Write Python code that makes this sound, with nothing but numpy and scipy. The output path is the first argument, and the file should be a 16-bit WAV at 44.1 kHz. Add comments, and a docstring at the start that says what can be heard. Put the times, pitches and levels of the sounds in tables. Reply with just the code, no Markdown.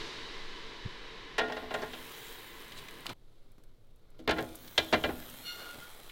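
"""Frozen food in an air fryer

Frozen breaded pieces drop into the hot basket of an open air fryer in a small kitchen. The basket
rings, and frost boils off in a sizzle while the fan runs down and a hand rustles a plastic bag.
Then the sound jumps to a second scene with the fan still: more pieces land and sizzle,
and the lid scrapes down on its squeaky hinge."""
import sys
import numpy as np
from scipy import signal
from scipy.fft import rfft, irfft, next_fast_len
from scipy.io import wavfile
from scipy.ndimage import uniform_filter1d

SR = 44100
rng = np.random.default_rng(int(sys.argv[2]) if len(sys.argv) > 2 else 0)


def dump(signal):
    """Clip the signal to [-1, 1] and save it as 16-bit WAV at the path in sys.argv[1]."""
    limited = np.clip(np.atleast_2d(signal).T, -1, 1)
    pcm = np.round(limited * 32767).astype(np.int16)
    wavfile.write(sys.argv[1], SR, pcm)


N = 269847
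TIME = np.arange(N) / SR
SECOND_SCENE_S = 3.134

# food hits the basket: (time [s], relative level [dB], contact time [s], dull above [Hz],
# bass boost [dB], ringing [dB], place [0 middle to 1 edge])
LANDINGS = [(1.381, -24.5, 0.015, 4200, -13.5, 0.5, 0), (1.412, -34, 0.0046, 2600, 1, 7, 0.4),
            (1.435, -39.5, 0.014, 2000, -4, 4, 0.055), (1.480, -36, 0.0056, 3000, 5, -9, 0.75),
            (1.498, -33.5, 0.002093, 1430, -7, 1, 0.2), (1.521, -38, 0.0044, 3220, -15, 3.5, 0),
            (1.566, -36, 0.0084, 3200, -2, 1, 0.28), (1.625, -43, 0.01, 1210, 7, 5.5, 0),
            (1.706, -36.5, 0.011, 2170, -2, 2, 0.34), (1.739, -29.5, 0.01, 2120, -8, -0.5, 0.07),
            (1.785, -39.5, 0.012, 3000, 11, 3, 0.19), (1.818, -35.5, 0.02, 1750, -1.5, -2.5, 0.00082),
            (1.933, -43, 0.0028, 5000, -7, 3, 0.57), (4.189, -47.5, 0.01, 1800, 39.5, 3, 0.83),
            (4.276, -22.5, 0.0028, 3420, -2.5, -1, 0.36), (4.291, -22, 0.0089, 3200, 1, -3, 0.64),
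            (4.308, -26, 0.0078, 5500, -0.5, -5.5, 0.72), (4.361, -34.5, 0.016, 2200, 17, -1, 0.89),
            (4.383, -28, 0.0089, 2350, -1, -5, 0.4), (4.422, -37, 0.017, 1100, 16, -10, 0.93),
            (4.778, -19.5, 0.0013, 7000, -4, -0.5, 1), (4.926, -18.5, 0.017, 2820, 0.5, -5, 0.97),
            (5.038, -31.5, 0.0052, 3500, 0, 6.5, 0.65), (5.045, -26, 0.007, 2700, 9, -5, 1),
            (5.090, -27.5, 0.0046, 1560, 7, -17, 0.93), (5.220, -55, 0.00895, 3500, 1, 6, 1)]
# the basket's tones; a ring time is how long a sound takes to fade by 60 dB:
# (pitch [Hz], level if hit in the middle [dB], level if hit at the edge [dB], ring time [s])
BASKET_TONES = [(248.9, -10, -14.5, 0.88), (321.2, -13, -4.5, 0.63), (432.3, 2, -12, 0.28),
                (502, -12, -2, 0.25), (635.3, -1, -2.5, 0.19), (689, -5, -15, 0.41), (751, -0.5, -4, 0.11),
                (843, -3, -15, 0.22), (1059, -3.5, -12, 0.19), (1380, -6, 2.5, 0.093),
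                (1420, -5.5, -15, 0.39), (1639, -9, 2.5, 0.088), (1750, -17, -21, 0.21),
                (1865, 1, -37, 0.28), (2028, -23.5, 8.5, 0.074), (2304, -25.5, -18, .11),
                (2382, -16.5, 1, 0.15), (2777, -6.5, -4.5, 0.08), (3010, -22, -5, 0.2),
                (3390, -7, -14, 0.11), (3480, -22.5, 2, 0.062), (3960, -35.5, 1, .14),
                (3500, -23, -4, 0.11), (4190, -22, -3.5, .1)]
# tone colours of noises: (frequency [Hz], relative level [dB])
CLATTER_COLOUR = [(35, -32), (65, -1), (100, -12.5), (200, -3.5), (400, 3), (700, 1), (980, -5),
                  (1220, -8.5), (1600, -1.5), (2400, -7.5), (3800, -5.5), (5200, -13), (8000, -20.5),
                  (16000, -33.5)]  # basket and housing
SIZZLE_COLOUR = [(200, -19), (800, 6.5), (2000, 5), (2900, 2.5), (3300, 11), (3550, 4), (3900, 8),
                 (4300, 0), (5200, -2), (8000, -1), (10500, -1.5), (13000, 0), (16000, -1)]
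FAN_COLOUR = [(30, 0), (70, -4), (140, 1), (230, 0.5), (370, 6.5), (520, 0.5), (660, -5.5), (1300, -3),
              (2100, 1.5), (2550, -1.3), (3900, 0.5), (5000, -5.5), (7500, -19.5), (16000, -42)]
SLEEVE_COLOUR = [(40, -51), (110, 1.5), (300, -2.5), (600, -12.5), (2000, -37), (16000, -51)]
SCRAPE_COLOUR = [(100, -18), (400, 10.5), (950, 2), (1400, 5.5), (1750, -8.5), (2150, 2.5), (2600, -8.5),
                 (4100, -2), (5200, -11.5), (10000, -36), (16000, -58)]
BAG_COLOUR = [(300, -34), (1500, -9.5), (4000, 5.5), (5500, -9), (9000, -6), (16000, -21)]
ROOM_COLOUR = [(40, -4.5), (80, -7.5), (120, -3.5), (180, -17.5), (450, -14), (800, -26), (1400, -32),
               (2500, -36), (3700, -30.5), (5200, -38.5), (9000, -45), (12000, -41), (16000, -49.5)]
RUMBLE_COLOUR = [(2, -36), (8, -1.5), (13, -2), (22, -10), (32, -17), (60, -39.5), (200, -63),
                 (16000, -120)]
# how long the clatter and the room's echo last: (frequency [Hz], ring time [s])
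CLATTER_RING = [(60, 0.49), (300, 0.13), (1000, 0.11), (3000, 0.094), (6000, 0.032), (16000, 0.019)]
ROOM_RING = [(100, 0.2), (500, 0.85), (2000, 0.24), (4000, 0.39), (12000, 0.47)]
# bag and crust snap: (time [s], level [dB], decay time [s], centre [Hz], width [octaves])
BAG_AND_CRUST_SNAPS = [(1.381, -45, 0.0028, 10100, 0.27), (1.522, -48, 0.0071, 5000, 0.3),
                       (1.740, -47, 0.01, 6500, 0.32), (1.819, -49, 0.013, 4970, 0.3),
                       (1.934, -41, 0.012, 3170, 0.3), (2.720, -43.5, .0053, 2500, .76),
                       (2.884, -41.5, .005, 2340, .67), (3.006, -50, 0.001672, 11000, .6),
                       (3.057, -39, 0.011, 1092, 0.76), (3.066, -27.5, 0.002, 3240, 0.69),
                       (3.093, -39, .009, 2880, 0.57), (3.099, -40.5, .0082, 920, 0.31),
                       (3.518, -61.5, .003, 11000, 0.904), (3.581, -55, 0.011, 217, 0.49),
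                       (3.637, -58.5, 0.0034, 6000, 3.5), (3.960, -64, 0.0019, 11000, .6),
                       (4.103, -64, .0032, 9001, .9), (4.190, -58.5, 0.016, 3500, .5),
                       (4.276, -44, 0.0028, 11000, 1), (4.293, -48, 0.00322, 7400, .41),
                       (4.309, -38.5, 0.00237, 7398, 1.1), (4.554, -39, 0.0036, 11200, .71),
                       (4.677, -47, 0.006, 3900, 0.68), (4.778, -17.5, 0.0097, 3460, 0.24),
                       (5.038, -27, 0.0055, 3160, 0.15), (5.298, -45, .005, 10000, 0.81),
                       (6.096, -46, 0.0097, 2370, 0.6)]
# sounds that swell and fade: (start [s], rise [s], hold [s], fade [dB per s], level [dB])
FROST_BOILS = [(1.41, 0.16, .02, 58, -61), (1.676, 0.075, 1.18, 14, -57), (1.825, 0.19, 0.29, 37, -52),
               (4.29, 0.084, .02, 11, -55.5), (4.524, 0.41, 0.87, 15, -52)]
STEAM_PUFFS = [(1.9, .22, 0.33, 42, -62.5), (4.53, .08, 0.13, 54, -60), (4.85, 0.36, 0.33, 45, -59.5)]
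LID_SCRAPE = (5.5, .16, -0.15, 19, -52)  # a negative hold starts the fade during the rise
# spells of spitting and of bag crumpling: (middle [s], half length [s], level [dB])
SPIT_SPELLS = [(2.3, 0.38, -60), (3.45, 0.43, -78), (3.9, 0.12, -71), (4.24, 0.05, -59),
               (4.394, 0.047, -41), (4.85, 0.24, -52.5)]
BAG_CRUMPLES = [(2.783, 0.022, -49.5), (3.35, 0.22, -79.5)]
# the air duct's resonances: (frequency [Hz], width [Hz], boost [dB])
DUCT_PEAKS = [(452, 39, 7.5), (1021, 230, 9.7), (1700, 190, 3.7), (2020, 51, 5.1), (3002.7, 45, 7.3),
              (3840, 310, 3.9)]
# the hinge catches: (middle [s], half length [s], main tone [dB], overtones [dB])
HINGE_SQUEAKS = [(5.483, 0.037, -52, -42.5), (5.573, 0.041, -54, -55), (5.615, 0.031, -56, -53.5),
                 (5.68, 0.035, -50, -58), (5.828, .02, -54, -73)]
# the squeak's overtones: (pitch [times the main tone], relative level [dB])
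HINGE_OVERTONES = [(1.5, -13), (2, -3.5), (2.5, -8), (3, -3), (4, -15), (5, -25)]
# sleeve and hand slide: (middle [s], half length [s], soft rub [dB], dry scrape [dB])
HAND_STROKES = [(2.767, 0.062, -55.5, -72), (2.966, 0.17, -61, -70), (3.1, 0.026, -47.5, -48.5),
                (3.496, 0.32, -73.5, -76), (4.595, 0.45, -64, -63.5), (5.226, 0.36, -56.5, -61.5),
                (5.59, 0.084, -61, -53), (5.777, 0.049, -54.5, -74), (6.01, 0.1, -66, -61)]


def knock(db, contact_s, hard_hz, thud_db, ring_db, place, thud_hz=500, size=24000):
    """The crust crunches on the plate, then the basket rings out; soft blows have less treble."""
    t = np.arange(size) / SR
    age = np.maximum(t - contact_s, 0)
    blow = lambda hz: amp(thud_db / (1 + (hz / thud_hz) ** 2)) / np.sqrt(1 + (hz / hard_hz) ** 3)
    clatter = unit(colour(rng.standard_normal(size), lambda hz: amp(read(CLATTER_COLOUR, hz)) * blow(hz)))
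    hz, middle_db, edge_db, ring_s = np.transpose(BASKET_TONES)[:, :, None]
    strength = amp(middle_db + place * (edge_db - middle_db)) * blow(hz)
    rattle = 0.009 * np.cumsum(rng.standard_normal((len(hz), size)), 1) / np.pi
    turns = hz * t + rng.random(hz.shape) + rattle  # the rattling piece blurs each tone
    tones = strength * np.exp(-np.log(1000) * age / ring_s) * np.sin(2 * np.pi * turns)
    ring = tones.sum(0) / np.sqrt(np.sum(strength ** 2) / 2)
    ring *= np.minimum(2 * t / contact_s, 1)  # builds up during contact
    sound = fade(clatter, age, CLATTER_RING) + amp(ring_db) * ring
    bass = colour(sound, lambda hz: 1 / (1 + (hz / 900) ** 2))
    sound -= bass * np.exp(-t / 0.002)  # the heavy housing takes longer to move
    attack = 1 - np.exp(-t / 0.00049)
    return amp(db - 3.5) * attack * sound


def snap(db, decay_s, centre_hz, octaves, rise_s=0.0003, size=6000):
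    """A fold of plastic or a crumb gives way in a short burst of noise."""
    t = np.arange(size) / SR
    hump = lambda hz: 1 / (1 + (np.log2((hz + 1) / centre_hz) / octaves) ** 2)
    dying = np.exp(-t / decay_s)
    burst = colour(rng.standard_normal(size), hump) * dying * (1 - np.exp(-t / rise_s))
    return amp(db) * burst * np.linalg.norm(dying) / np.linalg.norm(burst)


def sizzle(pops_per_s=6000, spread_db=2.5, wash=0.62, patchy_db=2.3, idle_db=-83.5):
    """Frost on hot metal boils in thousands of tiny pops; small vents come and go and colour the hiss."""
    pops = rng.standard_normal(N) * (rng.random(N) < pops_per_s / SR)
    pops *= amp(spread_db * np.minimum(rng.exponential(1, N), 6))
    hz, _, bands = signal.stft(unit(pops) + wash * rng.standard_normal(N), SR, nperseg=512)
    vents = uniform_filter1d(rng.standard_normal(bands.shape), 3, axis=0)  # smooth over frequency
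    vents = unit(uniform_filter1d(vents, 18, axis=1))  # and over time
    bands *= amp(read(SIZZLE_COLOUR, hz)[:, None] + patchy_db * vents)
    hiss = signal.istft(bands, SR, nperseg=512)[1][:N]
    return together([swell(*row) for row in FROST_BOILS] + [amp(idle_db)]) * unit(hiss)


def spits(per_s=80, spread_db=5.0, decay_s=0.0013):
    """Single spits and crumbs tick at random, with the tone colour of the sizzle."""
    ticks = rng.random(N) < per_s / SR
    strength = amp(spread_db * (np.minimum(rng.exponential(1, N), 3) - 1.5))
    bursts = signal.fftconvolve(ticks * strength, np.exp(-TIME[:600] / decay_s))[:N]
    return together(stroke(*row) for row in SPIT_SPELLS) * bursts * noise(SIZZLE_COLOUR)


def steam(first_hz=15787, last_hz=13300, sink_at_s=4.65, settle_s=0.3, width_hz=1300, stray_hz=300):
    """Puffs of steam add two high bands of hiss that wander and, late on, sink in pitch."""
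    def band(centre_hz):
        stray = unit(colour(rng.standard_normal(N), lambda hz: 1 / (1 + (hz / 14) ** 4)))
        angle = 2 * np.pi * np.cumsum(centre_hz + stray_hz * stray) / SR
        return unit(flutter() * np.cos(angle) + flutter() * np.sin(angle))

    flutter = lambda: unit(colour(rng.standard_normal(N), lambda hz: 1 / (1 + (2 * hz / width_hz) ** 2)))
    age = np.maximum(TIME - sink_at_s, 0)
    upper_hz = last_hz + (first_hz - last_hz) * np.exp(-age / settle_s)
    hiss = band(upper_hz) + amp(-3) * band(0.84 * upper_hz)
    return together(swell(*row) for row in STEAM_PUFFS) * hiss


def fan(coast_db=-46.5, sink_db_per_s=1.5, extra_db=4, drop_s=0.44, treble_hz=3500):
    """Air rushes through the duct; the fan slows quickly, then coasts, and its treble fades fastest."""
    duct_db = lambda hz: sum(db / (1 + (2 * (hz - peak) / width) ** 2) for peak, width, db in DUCT_PEAKS)
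    air = unit(colour(noise(FAN_COLOUR), lambda hz: amp(duct_db(hz))))
    low = colour(air, lambda hz: 1 / (1 + (hz / treble_hz) ** 8))
    level_db = coast_db - sink_db_per_s * TIME + extra_db * np.exp(-TIME / drop_s)
    treble_db = 3 + 0.99 * (level_db + 42)
    return amp(level_db) * (low + (air - low) * amp(treble_db))


def hinge(pitch_hz=1424, jitter=0.0146, flutter_db=3.0):
    """The lid hinge sticks and slips; every other slip differs, which adds in-between overtones."""
    main_gain = together(stroke(s, half, db) for s, half, db, _ in HINGE_SQUEAKS)
    overtone_gain = together(stroke(s, half, db) for s, half, _, db in HINGE_SQUEAKS)
    angle = 2 * np.pi * np.cumsum(pitch_hz * (1 + jitter * wobble(130))) / SR
    overtones = sum(amp(db) * np.sin(ratio * angle) for ratio, db in HINGE_OVERTONES)
    return amp(flutter_db * wobble(130)) * (main_gain * np.sin(angle) + overtone_gain * overtones)


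def rubbing(grip_db=2.34, crinkle_db=1.5):
    """Cloth, plastic and lid slide with an uneven grip; the bag crinkles in finer grains."""
    soft = together(stroke(s, half, db) for s, half, db, _ in HAND_STROKES)
    scrape = together([stroke(s, half, db) for s, half, _, db in HAND_STROKES] + [swell(*LID_SCRAPE)])
    crumple = together(stroke(*row) for row in BAG_CRUMPLES)
    grip = amp(grip_db * wobble(400))
    folds = unit(amp(crinkle_db * wobble(50)))
    sliding = grip * (soft * noise(SLEEVE_COLOUR) + scrape * noise(SCRAPE_COLOUR))
    return sliding + crumple * folds * noise(BAG_COLOUR)


def bump(db=-30, low_hz=105, high_hz=190, rise_s=0.0075):
    """A dull bump: two low tones swell and die away at once."""
    t = TIME[:5000]
    tones = np.sin(2 * np.pi * low_hz * t) + amp(-8) * np.sin(2 * np.pi * high_hz * t)
    return amp(db) * (t / rise_s * np.exp(1 - t / rise_s)) ** 2 * tones


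def kitchen_echo(sound, build_s=0.005):
    """The walls of a small room blur a sound into a short tail."""
    t = TIME[:26000]
    tail = fade(rng.standard_normal(len(t)), t, ROOM_RING) * np.minimum(t / build_s, 1)
    return signal.fftconvolve(sound, tail / np.linalg.norm(tail))[:N]


def room_air(hush_db=-65, rumble_db=-54, draught_db=-43, fade_db_per_s=7.5):
    """The kitchen's hush and the rumble of slowly moving air, stronger in the fan's dying draught."""
    hush = amp(hush_db) * noise(ROOM_COLOUR)
    draught = same_scene(0) * amp(draught_db - fade_db_per_s * TIME)
    return hush + together([amp(rumble_db), draught]) * noise(RUMBLE_COLOUR)


def amp(db):
    """Turns decibels into a gain."""
    return 10 ** (np.asarray(db) / 20)


def unit(x):
    """Scales a signal to an average power of 1."""
    return x / np.sqrt(np.mean(x ** 2) + 1e-30)


def read(table, hz):
    """Looks up a frequency in a table, sliding smoothly between rows."""
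    row_hz, value = np.transpose(table)
    return np.interp(np.log(hz + 1), np.log(row_hz + 1), value)


def colour(x, gain):
    """Turns each frequency of x up or down by gain(frequency)."""
    size = next_fast_len(len(x))
    return irfft(rfft(x, size) * gain(np.fft.rfftfreq(size, 1 / SR)), size)[:len(x)]


def noise(table):
    """Steady noise with the given tone colour."""
    return unit(colour(rng.standard_normal(N), lambda hz: amp(read(table, hz))))


def wobble(samples):
    """A random wobble; smoothing over more samples makes it slower."""
    return unit(uniform_filter1d(rng.standard_normal(N), samples))


def fade(x, age, ring_times):
    """Lets each octave of x die away at its own speed."""
    centres = np.geomspace(60, 15000, 9)
    bands = (colour(x, lambda hz: read(np.c_[centres, share], hz)) for share in np.eye(9))
    return sum(band * np.exp(-np.log(1000) * age / read(ring_times, hz))
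               for band, hz in zip(bands, centres))


def same_scene(s):
    """True throughout the scene that holds time s."""
    return (TIME < SECOND_SCENE_S) == (s < SECOND_SCENE_S)


def swell(start, rise, hold, fade_db_per_s, db):
    """A gain that rises, holds and dies away."""
    age = TIME - start
    level_db = db - fade_db_per_s * np.maximum(age - rise - hold, 0)
    return same_scene(start) * np.clip(age / rise, 0, 1) * amp(level_db)


def stroke(middle, half, db):
    """The gain of a movement that speeds up and slows down again."""
    return same_scene(middle) * amp(db) * np.exp(-((TIME - middle) / half) ** 2)


def together(gains):
    """The gain of unrelated sounds at once: their powers add."""
    return np.sqrt(sum(gain ** 2 for gain in gains))


def play(events, source):
    """Plays the source once for each row, at the time in its first column."""
    mix = np.zeros(N)
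    for s, *settings in events:
        sound = source(*settings)
        part = mix[round(s * SR):][:len(sound)]
        part += sound[:len(part)]
    return mix


def scene(bump_at_s=0.851):
    """Two scenes at one counter; the fan and the first echoes stop when the second begins."""
    first = same_scene(0)
    knocks = play(LANDINGS, knock)
    snaps = play(BAG_AND_CRUST_SNAPS, snap)
    squeak = hinge()
    to_walls = amp(-15.5) * knocks + amp(-14) * snaps + amp(2.5) * squeak
    echo = first * kitchen_echo(to_walls * first) + kitchen_echo(to_walls * ~first)
    background = room_air() + first * fan()
    frying = sizzle() + spits() + steam()
    handling = squeak + rubbing() + play([(bump_at_s,)], bump)
    return (knocks + snaps + frying + handling + echo + background)[None]


def record(dry, top_hz=16000):
    """Takes away the very highest treble."""
    low_pass = signal.firwin(511, top_hz, window=("kaiser", 9), fs=SR)
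    return signal.oaconvolve(dry, low_pass[None], "same")


dry = scene()
out = record(dry)
dump(out)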